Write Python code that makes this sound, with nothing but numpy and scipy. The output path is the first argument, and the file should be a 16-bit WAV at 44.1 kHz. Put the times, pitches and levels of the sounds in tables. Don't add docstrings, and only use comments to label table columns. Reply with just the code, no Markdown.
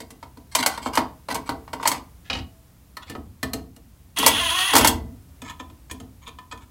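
import sys
import numpy as np
from scipy import signal
from scipy.fft import rfft, irfft
from scipy.io import wavfile

SR = 44100
rng = np.random.default_rng(int(sys.argv[2]) if len(sys.argv) > 2 else 0)


def log_audio(samples):
    frames = np.atleast_2d(samples).T
    limited = np.clip(frames, -1, 1)
    pcm = np.round(limited * 32767).astype(np.int16)
    wavfile.write(sys.argv[1], SR, pcm)


N = 295470
T = np.arange(N) / SR


def undb(db):
    return 10 ** (np.asarray(db) / 20)


def unit_rms(x):
    return x / np.sqrt(np.mean(x ** 2))


def decay(t, t60_s):
    return np.exp(-np.log(1000) * t / t60_s)


def add(track, start_s, sound):
    i = max(int(start_s * SR), 0)
    track[i:i + len(sound)] += sound[:N - i]


def colour(x, spectrum):
    hz, db = np.transpose(spectrum)
    bins_hz = np.maximum(np.fft.rfftfreq(len(x), 1 / SR), 1)
    gain = undb(np.interp(np.log(bins_hz), np.log(hz), db))
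    return unit_rms(irfft(rfft(x) * gain, len(x)))


def wander(rate_hz):
    knots = rng.standard_normal(4096)
    return np.interp(T * rate_hz, np.arange(len(knots)), knots)


# t/s, f/Hz
MESH_RATE = [(4.3, 276.4), (4.362, 272), (4.414, 356.9), (4.5, 314.7), (4.562, 373), (4.606, 368.1),
             (4.688, 398), (4.74, 254.6)]
# f/Hz, level/dB
HOUSING_SPECTRUM = [(100, -23.5), (320, -9), (480, -40.5), (690, -0.5), (830, -12), (1020, 5), (1180, 0),
                    (1400, -12), (1620, -4.5), (1960, 2.5), (2250, -13.5), (2780, 2.5), (3300, -1.5),
                    (3700, -11.5), (4800, -24)]
# f/Hz, level/dB
HISS_SPECTRUM = [(200, -31.5), (600, -19), (1000, -3.5), (1400, -3), (2300, -5), (2800, 2.5), (3400, -4.5),
                 (3800, -5.5), (4400, -4.5), (5200, -14), (6500, -3.5), (7400, -15.5), (9300, -7),
                 (11000, -13.5), (15500, -16)]
# f/Hz, width/Hz, level/dB
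GEARCASE_MODES = [(2780, 94, -8.5), (3277, 45, -1.5), (3373, 55, -1.5)]


def motor():
    trigger_s, release_s, spin_up_s, brake_s = 4.161, 4.882, 0.01, 0.04
    free_mesh_hz, mesh_per_turn, switching_hz = 365, 3, 9856
    spin_up = 1 - np.exp(-np.maximum(T - trigger_s, 0) / spin_up_s)
    brake = np.clip(1 - (T - release_s) / brake_s, 0, 1)
    drive = spin_up * brake
    mesh_hz = np.interp(T, *np.transpose(MESH_RATE)) * drive
    speed = mesh_hz / free_mesh_hz
    running = speed > 0
    shaft_rad = 2 * np.pi * np.cumsum(mesh_hz / mesh_per_turn) / SR
    mesh_rad = mesh_per_turn * shaft_rad + 0.12 * wander(45)

    growl = sum((1 + 0.51 * wander(70)) * np.sin(k * mesh_rad + 0.4 * wander(60)) for k in range(1, 15))
    growl *= 1 + 0.32 * np.sin(0.32 * shaft_rad)
    growl = colour(growl * running, HOUSING_SPECTRUM) * np.sqrt(running.mean())
    teeth = rng.standard_normal(N) * (1 + 0.5 * np.sin(mesh_rad)) * undb(2.4 * wander(120))
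    gears = undb(-3.5) * growl + undb(-5.5) * colour(teeth, HISS_SPECTRUM)
    case = unit_rms(sum(undb(db) * signal.lfilter(*signal.iirpeak(hz, hz / width_hz, fs=SR), teeth)
                        for hz, width_hz, db in GEARCASE_MODES))

    carrier_rad = 2 * np.pi * switching_hz * T
    sidebands = [(-4, -17), (-2, 0), (0, -8), (2, -2), (4, -18)]
    whistle = sum(undb(db + 3 * wander(12)) * np.sin(carrier_rad + k * shaft_rad) for k, db in sidebands)
    return gears * speed * undb(-23.5) + (case * undb(-28.5) + whistle * undb(-36.5)) * drive


# t/s, level/dB, tilt/dB, thump/dB
HAMMER_BLOWS = [(4.185, -32.5, 6.5, -30.5), (4.227, -29.5, -5.5, -29), (4.262, -15, 1.5, -29.5),
                (4.278, -29, 9, -38.5), (4.734, -24.5, -3.5, -21), (4.752, -19, -1, -25),
                (4.763, -18, 0.5, -29), (4.78, -24.5, 4, -30.5), (4.809, -27.5, -2.5, -26.5),
                (4.845, -18.5, -2.5, -26.5), (4.872, -23.5, 6.5, -33)]
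# f/Hz, level/dB, base t60/s
BOX_MODES = [(634.7, -6, 0.13), (768, -3.5, 0.066), (885, 1.5, 0.099), (972.5, 6, 0.056),
             (1033, 3.5, 0.056), (1185, -1.5, 0.066), (1400, -9.5, 0.059), (1550, -1, 0.096),
             (1930, 3.5, 0.039), (2017, -10, 0.31), (2214, -1.5, 0.14), (2430, -6.5, 0.1),
             (2820, -5.5, 0.12), (3204, -2, .05), (3630, 0, .05), (4222, 3.5, 0.039), (4470, 5.5, 0.033),
             (4850, -2, .05), (6500, -13.5, 0.021), (6370, -19, 0.12), (7900, 1, 0.069),
             (8670, -4.5, 0.094), (10700, -8, 0.052), (11200, -10.5, .05), (13700, -13.5, 0.057)]


def hammering():
    return knocks(HAMMER_BLOWS, BOX_MODES, clang_db=-2, thump_t60_s=0.49, sway_db=-10.5, sway_s=0.084,
                  crack_db=15, crack_t60_s=0.071, damping=1, detune=0.015, cutoff_hz=13600)


# t/s, level/dB, tilt/dB, thump/dB
COVER_KNOCKS = [(0.002, -48, 0, -38.5), (0.104, -52, 1.5, -45.5), (0.227, -50.5, -8.5, -47),
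                (0.371, -58.5, -4.5, -44.5), (0.55, -22.5, 0.5, -36.5), (0.59, -42, -4, -31),
                (0.661, -22.5, 1, -34.5), (0.775, -40.5, -6, -39), (0.86, -42.5, -15, -29),
                (0.953, -36, 3, -45), (0.973, -25.5, -7.5, -24), (1.285, -40, -7.5, -36),
                (1.31, -46, -12, -31), (1.344, -39, 4.5, -35.5), (1.353, -36, -5.5, -33.5),
                (1.491, -35.5, -7.5, -25.5), (1.677, -55, -10, -47.5), (1.731, -38.5, -6, -36.5),
                (1.797, -55.5, -19.5, -39), (1.828, -39, -6, -47), (1.854, -31, -10.5, -35),
                (1.874, -26, 5.5, -32), (1.915, -30, -1.5, -31.5)]
# t/s, length/s, level/dB
COVER_SLIDES = [(0.0, 0.026, -46), (.508, 0.051, -48.5), (.58, 0.036, -27.5), (.622, 0.018, -23),
                (.68, 0.099, -42.5), (.81, 0.091, -40.5), (.925, 0.047, -33.5), (1.295, 0.037, -31.5),
                (1.455, 0.032, -44), (1.785, 0.23, -43.5), (1.858, 0.03, -28)]


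def cover():
    claps = knocks(COVER_KNOCKS, BOX_MODES, clang_db=-0.5, thump_t60_s=0.27, sway_db=-18, sway_s=0.046,
                   crack_db=10.5, crack_t60_s=0.071, damping=1.84, detune=0.011, cutoff_hz=12100)
    return claps + slides(COVER_SLIDES, BOX_MODES, grit_db=15.5, slips_per_s=1700, cutoff_hz=9500)


# t/s, level/dB, tilt/dB, thump/dB
LIFT_KNOCKS = [(2.299, -43.5, -8.5, -38.5), (2.329, -46.5, -5.5, -37.5), (2.35, -51.5, -12, -46.5),
               (2.385, -58, -7, -39)]
# t/s, level/dB, tilt/dB, thump/dB
SEAT_KNOCKS = [(2.968, -44.5, -3.5, -51), (3.097, -48, 2, -31), (3.15, -53, -11.5, -31),
               (3.429, -35, -1, -27), (3.533, -38, 4, -27.5), (3.585, -70, -12, -46),
               (3.762, -62.5, 5.5, -48)]
# t/s, length/s, level/dB
DRIVER_SLIDES = [(2.24, 0.058, -55.5), (2.305, 0.025, -48), (2.332, 0.062, -45), (2.38, 0.02, -48),
                 (3.015, 0.027, -46.5), (3.06, 0.077, -50)]
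# f/Hz, level/dB, base t60/s
DRIVER_MODES = [(654, -19, 1), (768, 5.5, 0.054), (902, 3, 0.058), (1096, -11, 0.082), (1264, -9, 0.12),
                (1716, -17, 0.19), (1937, -11, 0.085), (2500, 14, 0.031), (2920, 1, 0.16),
                (3094, 14.5, 0.023), (3870, 16, 0.022), (4470, 5, 0.028), (7100, -2, 0.15),
                (8200, -6, 0.085), (9700, -4, 0.17), (12500, -7, .09)]
# f/Hz, level/dB, base t60/s
CHUCK_MODES = [(636, -7.5, 0.21), (986, -1, 0.1), (1124, -0.5, 0.08), (1260, -2.5, 0.16), (1790, 4, 0.18),
               (1940, 2.5, 0.1), (2440, -0.5, 0.1), (2830, 7, 0.1), (3080, 0.5, 0.089), (4240, 10.5, 0.061),
               (7540, -6, 0.083), (9940, -4, 0.14), (12500, 2, 0.078)]


def driver_handling():
    lift = knocks(LIFT_KNOCKS, DRIVER_MODES, clang_db=15.5, thump_t60_s=0.15, sway_db=2.5, sway_s=0.027,
                  crack_db=21.5, crack_t60_s=0.074, damping=0.72, detune=0.0075, cutoff_hz=9000)
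    seat = knocks(SEAT_KNOCKS, CHUCK_MODES, clang_db=4, thump_t60_s=0.19, sway_db=-10.5, sway_s=0.055,
                  crack_db=16.5, crack_t60_s=0.049, damping=1.63, detune=0.005, cutoff_hz=13400)
    scrapes = slides(DRIVER_SLIDES, DRIVER_MODES, grit_db=30, slips_per_s=3600, cutoff_hz=3720)
    return lift + seat + scrapes


# t/s, level/dB, tilt/dB, thump/dB
BIT_TAPS = [(5.418, -48.5, -1, -38.5), (5.497, -47, -3, -54), (5.598, -48.5, -9, -40.5),
            (5.699, -62.5, -7.5, -48.5), (5.911, -43, 2, -37.5), (6, -55.5, 1.5, -38.5),
            (6.275, -52, -3.5, -45.5), (6.386, -53, -10, -56.5), (6.524, -49.5, -9, -42),
            (6.575, -60, -2.5, -65)]
# t/s, length/s, level/dB
BIT_SLIDES = [(5.425, 0.11, -45.5), (5.47, .05, -45.5), (5.592, 0.021, -48), (5.895, 0.016, -44),
              (6.21, 0.052, -55.5), (6.258, 0.0416, -43), (6.51, 0.02, -39), (6.6, 0.05, -57)]
# f/Hz, level/dB, base t60/s
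SCREW_MODES = [(1006, 4.5, 0.08), (1063, -3, 0.033), (1250, -4, 0.054), (1780, -2.5, 0.066),
               (2203, -5.5, 0.068), (2430, 0, 0.04), (3090, 1.5, 0.023), (3460, 12, 0.019),
               (4040, -13, .04), (5100, -30, 0.04), (6670, 1.5, 0.049), (6900, 1, 0.021),
               (7640, 5.5, 0.034), (9070, -1, 0.048), (9400, -4, 0.054), (11500, -19, .05)]


def bit_search():
    taps = knocks(BIT_TAPS, SCREW_MODES, clang_db=3.3, thump_t60_s=0.2, sway_db=-6, sway_s=0.041,
                  crack_db=7, crack_t60_s=0.059, damping=0.99, detune=0.014, cutoff_hz=12700)
    return taps + slides(BIT_SLIDES, SCREW_MODES, grit_db=8, slips_per_s=1700, cutoff_hz=5200)


def ring(modes, crack_db, crack_t60_s, damping, detune, cutoff_hz):
    t = np.arange(SR // 2) / SR
    hz, db, t60_s = np.transpose(modes)[:, :, None]
    strike, grip, phase = rng.standard_normal((len(modes), 3)).T[:, :, None]
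    gain = undb(db + 5 * np.clip(strike, -2, 1.2))
    detuned_hz = hz * (1 + detune * grip)
    tones = gain * decay(t, t60_s / damping) * np.sin(2 * np.pi * (detuned_hz * t + phase))
    crack = undb(crack_db) * decay(t, crack_t60_s) * rng.standard_normal(len(t))
    attack = 1 - np.exp(-t / 0.0011)
    softness = signal.butter(2, cutoff_hz, fs=SR, output="sos")
    return signal.sosfilt(softness, (tones.sum(axis=0) + crack) * attack)


# low/Hz, high/Hz
KNOCK_BANDS = [(500, 1350), (1750, 5000), (5000, 17000)]
# f/Hz, level/dB
BOARD_SPECTRUM = [(35, -25.5), (60, -13.5), (81, -10.5), (120, -3.5), (165, -8.5), (220, -0.5), (258, 4.5),
                  (285, 0), (313, 4.5), (345, -4.5), (385, -12), (448, 6), (530, -21), (660, -4.5),
                  (1100, -24.5), (2000, -43.5)]


def knocks(events, modes, clang_db, thump_t60_s, sway_db, sway_s, **contact):
    out, t = np.zeros(N), np.arange(SR) / SR
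    onset_samples = SR // 40
    bands = [signal.butter(3, edges_hz, "band", fs=SR, output="sos") for edges_hz in KNOCK_BANDS]
    thump_envelope = (1 - np.exp(-t / 0.0049)) * decay(t, thump_t60_s)
    sway_envelope = t / sway_s * np.exp(1 - t / sway_s)
    for start_s, level_db, tilt_db, thump_db in events:
        ringing = ring(modes, **contact)
        for band, band_db in zip(bands, (-tilt_db, clang_db, tilt_db)):
            part = signal.sosfilt(band, ringing)
            add(out, start_s, part / np.std(part[:onset_samples]) * undb(level_db + band_db))
        thump = colour(rng.standard_normal(len(t)), BOARD_SPECTRUM) * thump_envelope
        sway = colour(rng.standard_normal(len(t)), RUMBLE_SPECTRUM) * sway_envelope
        add(out, start_s, (thump + undb(sway_db) * sway) * undb(thump_db))
    return out


def slides(events, modes, grit_db, slips_per_s, cutoff_hz):
    out = np.zeros(N)
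    highpass = signal.butter(2, 550, "high", fs=SR, output="sos")
    for start_s, length_s, level_db in events:
        n = int(length_s * SR)
        chance, force = rng.random(SR // 4)[:n], rng.standard_normal(SR // 4)[:n]
        slips = (chance < slips_per_s / SR) * force * signal.windows.tukey(n, 0.5)
        response = ring(modes, grit_db, crack_t60_s=0.012, damping=2.8, detune=0.02, cutoff_hz=cutoff_hz)
        rasp = signal.sosfilt(highpass, signal.fftconvolve(slips, response))
        rms = np.sqrt(np.sum(rasp ** 2) / n + 1e-12)
        add(out, start_s, rasp / rms * undb(level_db))
    return out


# level/dB, t60/s
ECHO_DECAYS = [(6, 0.26), (3, 0.32), (1.5, 0.24), (-1, .19)]


def attic(dry, wet_db):
    t = np.arange(SR // 2) / SR
    tail = np.zeros(len(t))
    for edges_hz, (db, t60_s) in zip([(80, 663)] + KNOCK_BANDS, ECHO_DECAYS):
        band = signal.butter(2, edges_hz, "band", fs=SR, output="sos")
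        tail += signal.sosfilt(band, rng.standard_normal(len(t))) * undb(db) * decay(t, t60_s)
    tail *= 1 - np.exp(-t / 0.00072)
    return dry + undb(wet_db) * signal.fftconvolve(dry, tail / np.linalg.norm(tail))[:N]


# f/Hz, level/dB
AIR_SPECTRUM = [(25, -2), (60, 20), (150, 9.5), (280, 2), (400, -6), (690, -8.5), (1000, -9.5), (1600, -14),
                (4000, -17.5), (8000, -17.5), (12000, -16), (16000, -17)]
# f/Hz, level/dB
RUMBLE_SPECTRUM = [(20, -39.5), (40, -16), (62, 2), (90, 2), (125, -15), (170, -11), (260, -10), (400, -29),
                   (1000, -79)]


def background():
    air = colour(rng.standard_normal(N), AIR_SPECTRUM) * undb(-51.5 + wander(1.1))
    rumble = colour(rng.standard_normal(N), RUMBLE_SPECTRUM) * undb(-63 + 1.2 * wander(5.5))
    return air + rumble


def scene():
    work = cover() + driver_handling() + hammering() + bit_search() + motor()
    return (attic(work, wet_db=-10) + background())[None]


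def record(dry):
    cutoff_hz = 15800
    rounded = 1.188 * np.tanh(dry / 1.05)
    return signal.sosfilt(signal.ellip(8, 0.2, 70, cutoff_hz, fs=SR, output="sos"), rounded)


dry = scene()
out = record(dry)
log_audio(out)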